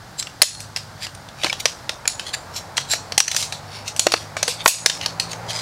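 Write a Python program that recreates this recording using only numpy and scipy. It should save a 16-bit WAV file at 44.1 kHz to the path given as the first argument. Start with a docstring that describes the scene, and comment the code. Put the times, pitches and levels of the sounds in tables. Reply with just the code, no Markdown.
"""Folding chair frame in a wood

Shock-corded aluminium tubes slide out of their plastic hubs and clack together close by. Impact
excites their bending modes and the hollow hubs; friction rubs and squeaks, air columns hoot and loose
joints rattle. Trunks scatter each sound back. A far engine and tyres drone under the hush of the
trees, and the loudest blows overload the recorder."""
import sys
import numpy as np
from scipy import signal
from scipy.fft import rfft, irfft
from scipy.io import wavfile
from scipy.ndimage import uniform_filter1d

SR = 44100
rng = np.random.default_rng(int(sys.argv[2]) if len(sys.argv) > 2 else 0)


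def wrap_up_sound(samples):
    """Save the sound to the file named by the first command line argument, as 16-bit audio."""
    columns = np.atleast_2d(samples).T
    # keep every value between -1 and 1, then stretch to whole-number steps
    tamed = np.clip(columns, -1, 1)
    steps = np.round(tamed * 32767).astype(np.int16)
    wavfile.write(sys.argv[1], SR, steps)


N = 247401
TIME = np.arange(N) / SR

# spectra of the three parts of a blow: f/Hz, relative level/dB
CRACK_SPECTRUM = [(200, -29), (1000, -14), (1700, 3), (2600, 4), (3200, 1.5), (4300, 3), (6100, 2),
                  (8000, -5.5), (11000, -12.5), (16000, -25)]
TICK_SPECTRUM = [(2000, -54), (6000, -23), (8000, 11.5), (9900, 12), (11000, -9), (13000, 1.5),
                 (16000, -38)]
KNOCK_SPECTRUM = [(40, -57), (260, -71), (400, -10.5), (600, 0), (800, -5.5), (920, -4.5), (1150, -4),
                  (1700, -7), (3000, -16.5), (8000, -61)]
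# blows, and at 1.1487 s a faint, thin, very high click:
# t/s, level/dB, relative hub knock/dB, spot f/Hz, relative tube ring/dB
TRANSIENTS = [(0.2255, -23, -13, 5520, -12), (0.27, -27, -12, 2770, -7), (0.4178, -1.5, -8, 4273, 12.5),
              (0.4215, 0, -17, 5150, -1), (0.4304, -4, -8.5, 6780, -6), (0.6033, -31, -11, 6000, 16),
              (0.7618, -18.5, -16, 5170, -15), (0.77, -23, -10, 4850, 9.5), (1.067, -26.5, -3, 2850, -16),
              (1.1487, -35.5, -20, 9100, 0), (1.287, -36, -14, 3520, -13), (1.4345, -17.5, -4, 3420, -1),
              (1.4440, -14.5, -2, 4130, 3), (1.4596, -26.5, 5, 2570, -1), (1.4669, -20, -3, 2230, -9),
              (1.4974, -22, -11, 2440, -2), (1.5272, -18, -5.5, 3330, 2), (1.6554, -7, -5, 5820, -17),
              (1.6601, -15.5, -6.5, 5000, 6), (1.893, -15.5, -7.5, 3606, -4), (2.0546, -27, 2.5, 2420, -6),
              (2.0764, -9, -18, 6930, 4.5), (2.195, -21.5, -8, 3120, 10.5), (2.7687, -19.5, -18, 4150, 10),
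              (2.7784, -11.5, -5.5, 3250, 3), (2.9343, -15.5, -4, 4310, 11), (3.1211, -20.5, -4, 4370, -8),
              (3.1784, -3, -35, 5780, 11), (3.2023, -1, -12, 5840, -17), (3.28, -10.5, -23, 6000, -8),
              (3.3142, -12.5, -21, 6300, -4), (3.346, -19.5, -6.5, 5900, -7), (3.364, -11, -25, 6000, 9),
              (3.4257, -21, -9.5, 3900, 12), (3.5237, -20, -6.5, 3990, 11), (3.963, -26.5, -5, 6000, 14.5),
              (3.994, -8, -16.5, 6900, 10), (4.0673, -6.5, 3, 2660, -12), (4.1195, -10.5, -6, 4830, 10),
              (4.1384, -10, 5, 4420, -16), (4.367, -23.5, 7, 2300, 17), (4.4284, -11, -6.5, 5970, 3),
              (4.4788, -16, -6, 4670, 15.5), (4.6591, -2, 6, 2490, -17), (4.6777, 3, -9, 6800, 13),
              (4.8602, -2.5, -11, 5190, 7), (4.8976, -8, -17, 3630, -3), (5.012, -22.5, -13, 3006, -9),
              (5.0601, -13.5, -6.5, 4410, 2.5), (5.198, -13, -44, 4260, 8.5),
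              (5.3312, -25.5, -8, 6450, -12)]
def clacks_and_click(crack_t60=0.019, knock_t60=0.023, spot_t60=0.012, rise_s=0.0011, mid_spot_hz=4560):
    """Impact excitation: a blow is a hand-damped crack and tick, a hollow knock and a ring of tubes."""
    out, t = np.zeros(N), np.arange(16384) / SR
    for start, db, knock_db, hz, ring_db in TRANSIENTS:
        # a freer ring and a higher-pitched spot make a brighter sound
        tick_db = -15 + 0.8 * ring_db + 8.5 * np.log2(hz / mid_spot_hz)
        # modes near the spot's pitch speak most
        near_spot = [(f, level - 3 * abs(np.log2(f / hz))) for f, level in CRACK_SPECTRUM]
        crack = amp(4) * burst(near_spot, t, crack_t60)
        tick = amp(tick_db) * burst(TICK_SPECTRUM, t, crack_t60)
        knock = amp(knock_db + 3) * burst(KNOCK_SPECTRUM, t, knock_t60)
        spot = amp(11 - 60 * t / spot_t60) * np.sin(2 * np.pi * hz * t)
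        ring = amp(ring_db - 23) * tube_ring(t, hz, tick_db)
        onset = 1 - np.exp(-t / rise_s)
        add(out, start, amp(db) * onset * (crack + tick + knock + spot + ring))
    return out


# mode clusters of the tubes, the upper ones strong only in sharp blows: f/Hz, relative level/dB
LOWER_MODES = [(2616, -2.5), (3596, -1.5), (4230, -5), (4450, 1.5), (5100, -3.5), (5770, 1), (6790, -0.5),
               (7900, -4)]
UPPER_MODES = [(8100, 5.5), (9730, 0.5), (11150, -4), (13020, -8)]
# decay of the clusters: lower T60/s, upper T60/s
MODE_T60 = (0.25, 0.16)
def tube_ring(t, spot_hz, upper_db, detune=0.03, note_t60=0.43):
    """Free vibration: each tube and grip shifts and reweights the modes; the struck tube adds a note."""
    shifts = 1 + detune * rng.uniform(-1, 1, len(LOWER_MODES))
    grip_db = rng.uniform(-4, 4, len(LOWER_MODES))
    modes = [(f * shift, db + grip - 1.5 * abs(np.log2(f / spot_hz)))
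             for (f, db), shift, grip in zip(LOWER_MODES, shifts, grip_db)]
    note = mode_clusters([(spot_hz, 0)], len(t), width_hz=130) * amp(-11 - 60 * t / note_t60)
    lower = mode_clusters(modes, len(t), width_hz=420) * amp(-60 * t / MODE_T60[0])
    upper = mode_clusters(UPPER_MODES, len(t), width_hz=800) * amp(upper_db - 60 * t / MODE_T60[1])
    return note + lower + upper


# strokes of a tube in its socket: peak t/s, level/dB, swell and fade time/s, centre f/Hz
STROKES = [(0.198, -20.5, 0.0058, 5160), (1.038, -27, 0.013, 3700), (1.45, -29.5, 0.026, 3850),
           (1.605, -23, 0.0037, 4600), (2.281, -30, .014, 3420), (2.343, -18, 0.0037, 3130),
           (2.571, -27, 0.014, 4240), (2.776, -22, 0.0032, 4570), (2.921, -16.5, 0.01, 4430),
           (3.404, -25.5, 0.032, 4717), (3.755, -36.5, .035, 3340), (3.885, -25.5, 0.01, 4070),
           (4.143, -35, 0.039, 4000), (4.509, -28.5, .018, 4900), (4.608, -29.5, 0.012, 2980),
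           (4.685, -5, 0.0087, 10000), (5.038, -29.5, .016, 2900), (5.317, -30.5, 0.011, 4250),
           (5.507, -24.5, 0.0082, 3900), (5.576, -27, 0.037, 3250)]
def slides(grit_db=3.0, resonance_db=4.0, half_width_octaves=0.83, top_hz=11500):
    """Sliding friction: the metal catches in tiny slips, which excite the resonances of the joint."""
    out, t = np.zeros(N), np.arange(16384) / SR
    middle, f = t[-1] / 2, np.fft.rfftfreq(len(t), 1 / SR)
    for peak, db, swell, hz in STROKES:
        slips = rng.standard_normal(len(t)) * amp(grit_db * lumps(len(t), size=60))
        resonances = amp(resonance_db * lumps(len(f), size=110))
        band = (1 + (np.log2((f + 1) / hz) / half_width_octaves) ** 4) ** -0.6
        roll_off = (1 + (f / top_hz) ** 8) ** -0.5
        stroke = 1 / np.cosh((t - middle) / swell)  # the hand speeds up and slows down evenly
        rub = stroke * irfft(rfft(slips) * resonances * band * roll_off)
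        add(out, peak - middle, amp(db) * rub * np.linalg.norm(stroke) / np.linalg.norm(rub))
    return out


# squeaks of tube ends, then at 2.076 s and 3.278 s brief high metallic pings on the blows:
# t/s, duration/s, f/Hz, level/dB
BRIEF_TONES = [(0.418, .01, 9750, -2), (0.419, .008, 13050, -9), (1.495, .015, 2290, -21),
               (1.495, .013, 5100, -24), (2.076, .004, 9900, -14), (3.278, .006, 6100, -9)]
def squeaks_and_pings(waver=0.0091):
    """Tone bursts: stick-slip squeaks of a tube end in its socket, and high metallic pings on blows."""
    out = np.zeros(N)
    for start, duration, hz, db in BRIEF_TONES:
        size = int(duration * SR)
        cycles = np.cumsum(hz * (1 + waver * drift(310)[:size])) / SR
        add(out, start, amp(db) * np.sqrt(2) * np.hanning(size) * np.sin(2 * np.pi * cycles))
    return out


# notes of the air in the tubes: t/s, f/Hz, level/dB, T60/s
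AIR_NOTES = [(1.445, 325, -18, 0.041), (3.179, 812, -12, 0.05), (4.065, 337, -21.5, 0.2),
             (4.137, 330, -28.5, 0.15), (4.48, 490, -20, 0.077)]
def hoots():
    """Air-column resonance: an open tube sounds a short hollow note when a joint pops."""
    out, t = np.zeros(N), np.arange(SR // 4) / SR
    for start, hz, db, t60 in AIR_NOTES:
        add(out, start, amp(db - 60 * t / t60) * np.sin(2 * np.pi * hz * t))
    return out


def rattle(contacts_per_s=260, settle_s=0.048, t60=0.0097):
    """Intermittent contact: loose joints chatter in proportion to each transient and slide."""
    jolts = sum(amp(db) * (TIME > s) * np.exp(-abs(TIME - s) / settle_s) for s, db, *_ in TRANSIENTS)
    rubs = sum(amp(db + 5) * np.exp(-abs(TIME - s) / swell) for s, db, swell, _ in STROKES)
    shaking = np.minimum(jolts + rubs, 0.5)
    contacts = (rng.random(N) < contacts_per_s / SR) * rng.random(N) * shaking
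    t = np.arange(1024) / SR
    envelope = signal.oaconvolve(contacts, amp(-16.5 - 60 * t / t60))[:N]
    return envelope * dense_modes(CRACK_SPECTRUM, N)


# echo from trunks and leaves: f/Hz, relative level/dB
ECHO_SPECTRUM = [(100, -3), (600, -12.5), (1800, 3), (4000, 3.5), (8000, 0), (12000, -2.5), (16000, 13.5)]
# decay of that echo: f/Hz, T60/s
ECHO_T60 = [(300, 0.51), (2000, 0.096), (5000, 0.22), (9000, 0.35), (15000, 0.1)]
def woods(direct, scatter_db=-9.5, echoes_per_s=3000, ground_db=-15.5, ground_s=0.0065):
    """Reflection and scattering: one bounce off the ground, a thin bright tail off trunks and leaves."""
    echoes = rng.standard_normal(SR) * (rng.random(SR) < echoes_per_s / SR)
    echoes[:round(0.006 * SR)] = 0  # delay of the first echo
    hz, t, bands = signal.stft(echoes, SR, nperseg=256)
    decay_db = -60 * t / read(ECHO_T60, hz)[:, None]
    bands = bands * amp(read(ECHO_SPECTRUM, hz)[:, None] + decay_db)
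    response = signal.istft(bands, SR, nperseg=256)[1]
    response *= amp(scatter_db) / np.linalg.norm(response)
    response[round(ground_s * SR)] += amp(ground_db)
    return direct + signal.fftconvolve(direct, response)[:N]


# hush of the trees: f/Hz, relative level/dB
HUSH_SPECTRUM = [(15, -46), (25, -4.5), (113, 3.5), (152, -0.5), (379, -12.5), (851, -6), (1000, -10.5),
                 (1540, -8.5), (2570, -21.5), (4770, -16), (5750, -20), (15600, -35.5)]
def trees(level_db=-40.5, sway_db=0.6):
    """Amplitude-modulated noise: the broadband hush of the trees sways slightly in level."""
    return amp(level_db + sway_db * drift(4.38)) * dense_modes(HUSH_SPECTRUM, N)


# swell of far traffic: t/s, level/dB
TRAFFIC_SWELL = [(0, -56), (1.5, -46.5), (2.5, -41), (4.4, -41.5), (5.0, -38.5), (5.61, -35)]
# tyre noise: f/Hz, relative level/dB
TYRE_SPECTRUM = [(100, -24), (350, -3.5), (600, 5.5), (850, 6), (1600, -4), (2300, -8), (5000, -38)]
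def tyres():
    """Rolling noise: far tyres give a mid-frequency band that slowly grows louder."""
    level_db = np.interp(TIME, *np.transpose(TRAFFIC_SWELL)) - 0.5
    return amp(level_db) * dense_modes(TYRE_SPECTRUM, N)


# course of the far engine: t/s, cycle f/Hz, level/dB
ENGINE_RUN = [(0, 57.4, -53), (0.599, 52.57, -45.5), (1.1, 47.76, -47.5), (2.2, 42.57, -55.5),
              (2.8, 45.63, -46.5), (3.6, 49.4, -45), (4.3, 51.05, -42.5), (4.7, 55.7, -43),
              (5.61, 56.4, -41.5)]
# its harmonics: multiple of the cycle frequency, relative level/dB
ENGINE_ORDERS = [(2, 3.5), (3, -1.5), (4, -30), (5, -13.5)]
def engine(waver=0.00714, throb_db=2.0):
    """Harmonic series: the orders follow the cycle rate as the engine slows and picks up again."""
    times, hz, db = np.transpose(ENGINE_RUN)
    cycles = np.cumsum(np.interp(TIME, times, hz) * (1 + waver * drift(9))) / SR
    drone = np.zeros(N)
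    for order, order_db in ENGINE_ORDERS:
        throb = amp(order_db + throb_db * drift(4.2))
        drone += throb * np.sin(2 * np.pi * (order * cycles + rng.random()))
    return amp(np.interp(TIME, times, db)) * drone


def burst(spectrum, t, t60, contact_s=0.00083):
    """Damped vibration: dense modes hold during contact, then decay; the envelope sets the energy."""
    envelope = amp(-60 * np.maximum(t - contact_s, 0) / t60)
    sound = dense_modes(spectrum, len(t)) * envelope
    return sound * np.linalg.norm(envelope) / np.linalg.norm(sound)


def dense_modes(spectrum, size):
    """Modal overlap: countless modes of random phase merge into noise of rms 1 under one spectrum."""
    hz = np.fft.rfftfreq(size, 1 / SR)
    return unit(irfft(amp(read(spectrum, hz)) * np.exp(2j * np.pi * rng.random(len(hz))), size))


def mode_clusters(modes, size, width_hz):
    """Beating: close modes interfere in clusters, each about width_hz wide."""
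    hz = np.fft.rfftfreq(size, 1 / SR)
    power = sum(amp(db) ** 2 / (1 + (2 * (hz - f) / width_hz) ** 2) ** 1.45 for f, db in modes)
    return unit(irfft(np.sqrt(power) * np.exp(2j * np.pi * rng.random(len(hz))), size))


def drift(per_s):
    """Random modulation of rms 1, passing through per_s new values a second."""
    knots = rng.standard_normal(2048)
    return unit(np.interp(TIME * per_s, np.arange(len(knots)), knots))


def lumps(length, size):
    """Smoothed noise of rms 1, each rise or dip about size steps wide."""
    return unit(uniform_filter1d(uniform_filter1d(rng.standard_normal(length), size), size))


def amp(db):
    """Amplitude ratio of a level in decibels."""
    return 10 ** (np.asarray(db) / 20)


def unit(x):
    """Normalisation to rms 1."""
    return x / np.sqrt(np.mean(x ** 2) + 1e-20)


def read(points, hz):
    """Interpolation of a (f/Hz, value) table on a log-frequency axis."""
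    f, value = np.transpose(points)
    return np.interp(np.log(hz + 1), np.log(f + 1), value)


def add(mix, start, sound):
    """Superposition of a sound on the mix, from start seconds on."""
    part = mix[max(round(start * SR), 0):][:len(sound)]
    part += sound[:len(part)]


def scene():
    """Superposition: the frame and its echoes over the trees and far traffic, in mono."""
    near = clacks_and_click() + slides() + squeaks_and_pings() + hoots() + rattle()
    return (woods(near) + trees() + tyres() + engine())[None]


def record(dry, limit_db=-9.5, recover_db_per_s=81.5, attack_s=0.0059, low_cut_hz=70, top_hz=15900):
    """Overload: a limiter ducks just after loud blows, what escapes clips, and filters trim the band."""
    power = signal.lfilter(np.ones(64) / 64, [1], dry[0] ** 2)
    over_db = np.maximum(10 * np.log10(power + 1e-12) - limit_db, 0)
    release_db = TIME * recover_db_per_s
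    held_db = np.maximum.accumulate(over_db + release_db) - release_db
    pole = np.exp(-1 / (attack_s * SR))
    duck_db = signal.lfilter([1 - pole], [1, -pole], held_db)
    clipped = np.clip(dry * amp(-duck_db), -1, 1)
    wind_filter = signal.butter(1, low_cut_hz, "high", fs=SR)
    band_limit = signal.firwin(255, top_hz, window=("kaiser", 7), fs=SR)
    return signal.oaconvolve(signal.lfilter(*wind_filter, clipped), band_limit[None], "same")


dry = scene()
out = record(dry)
wrap_up_sound(out)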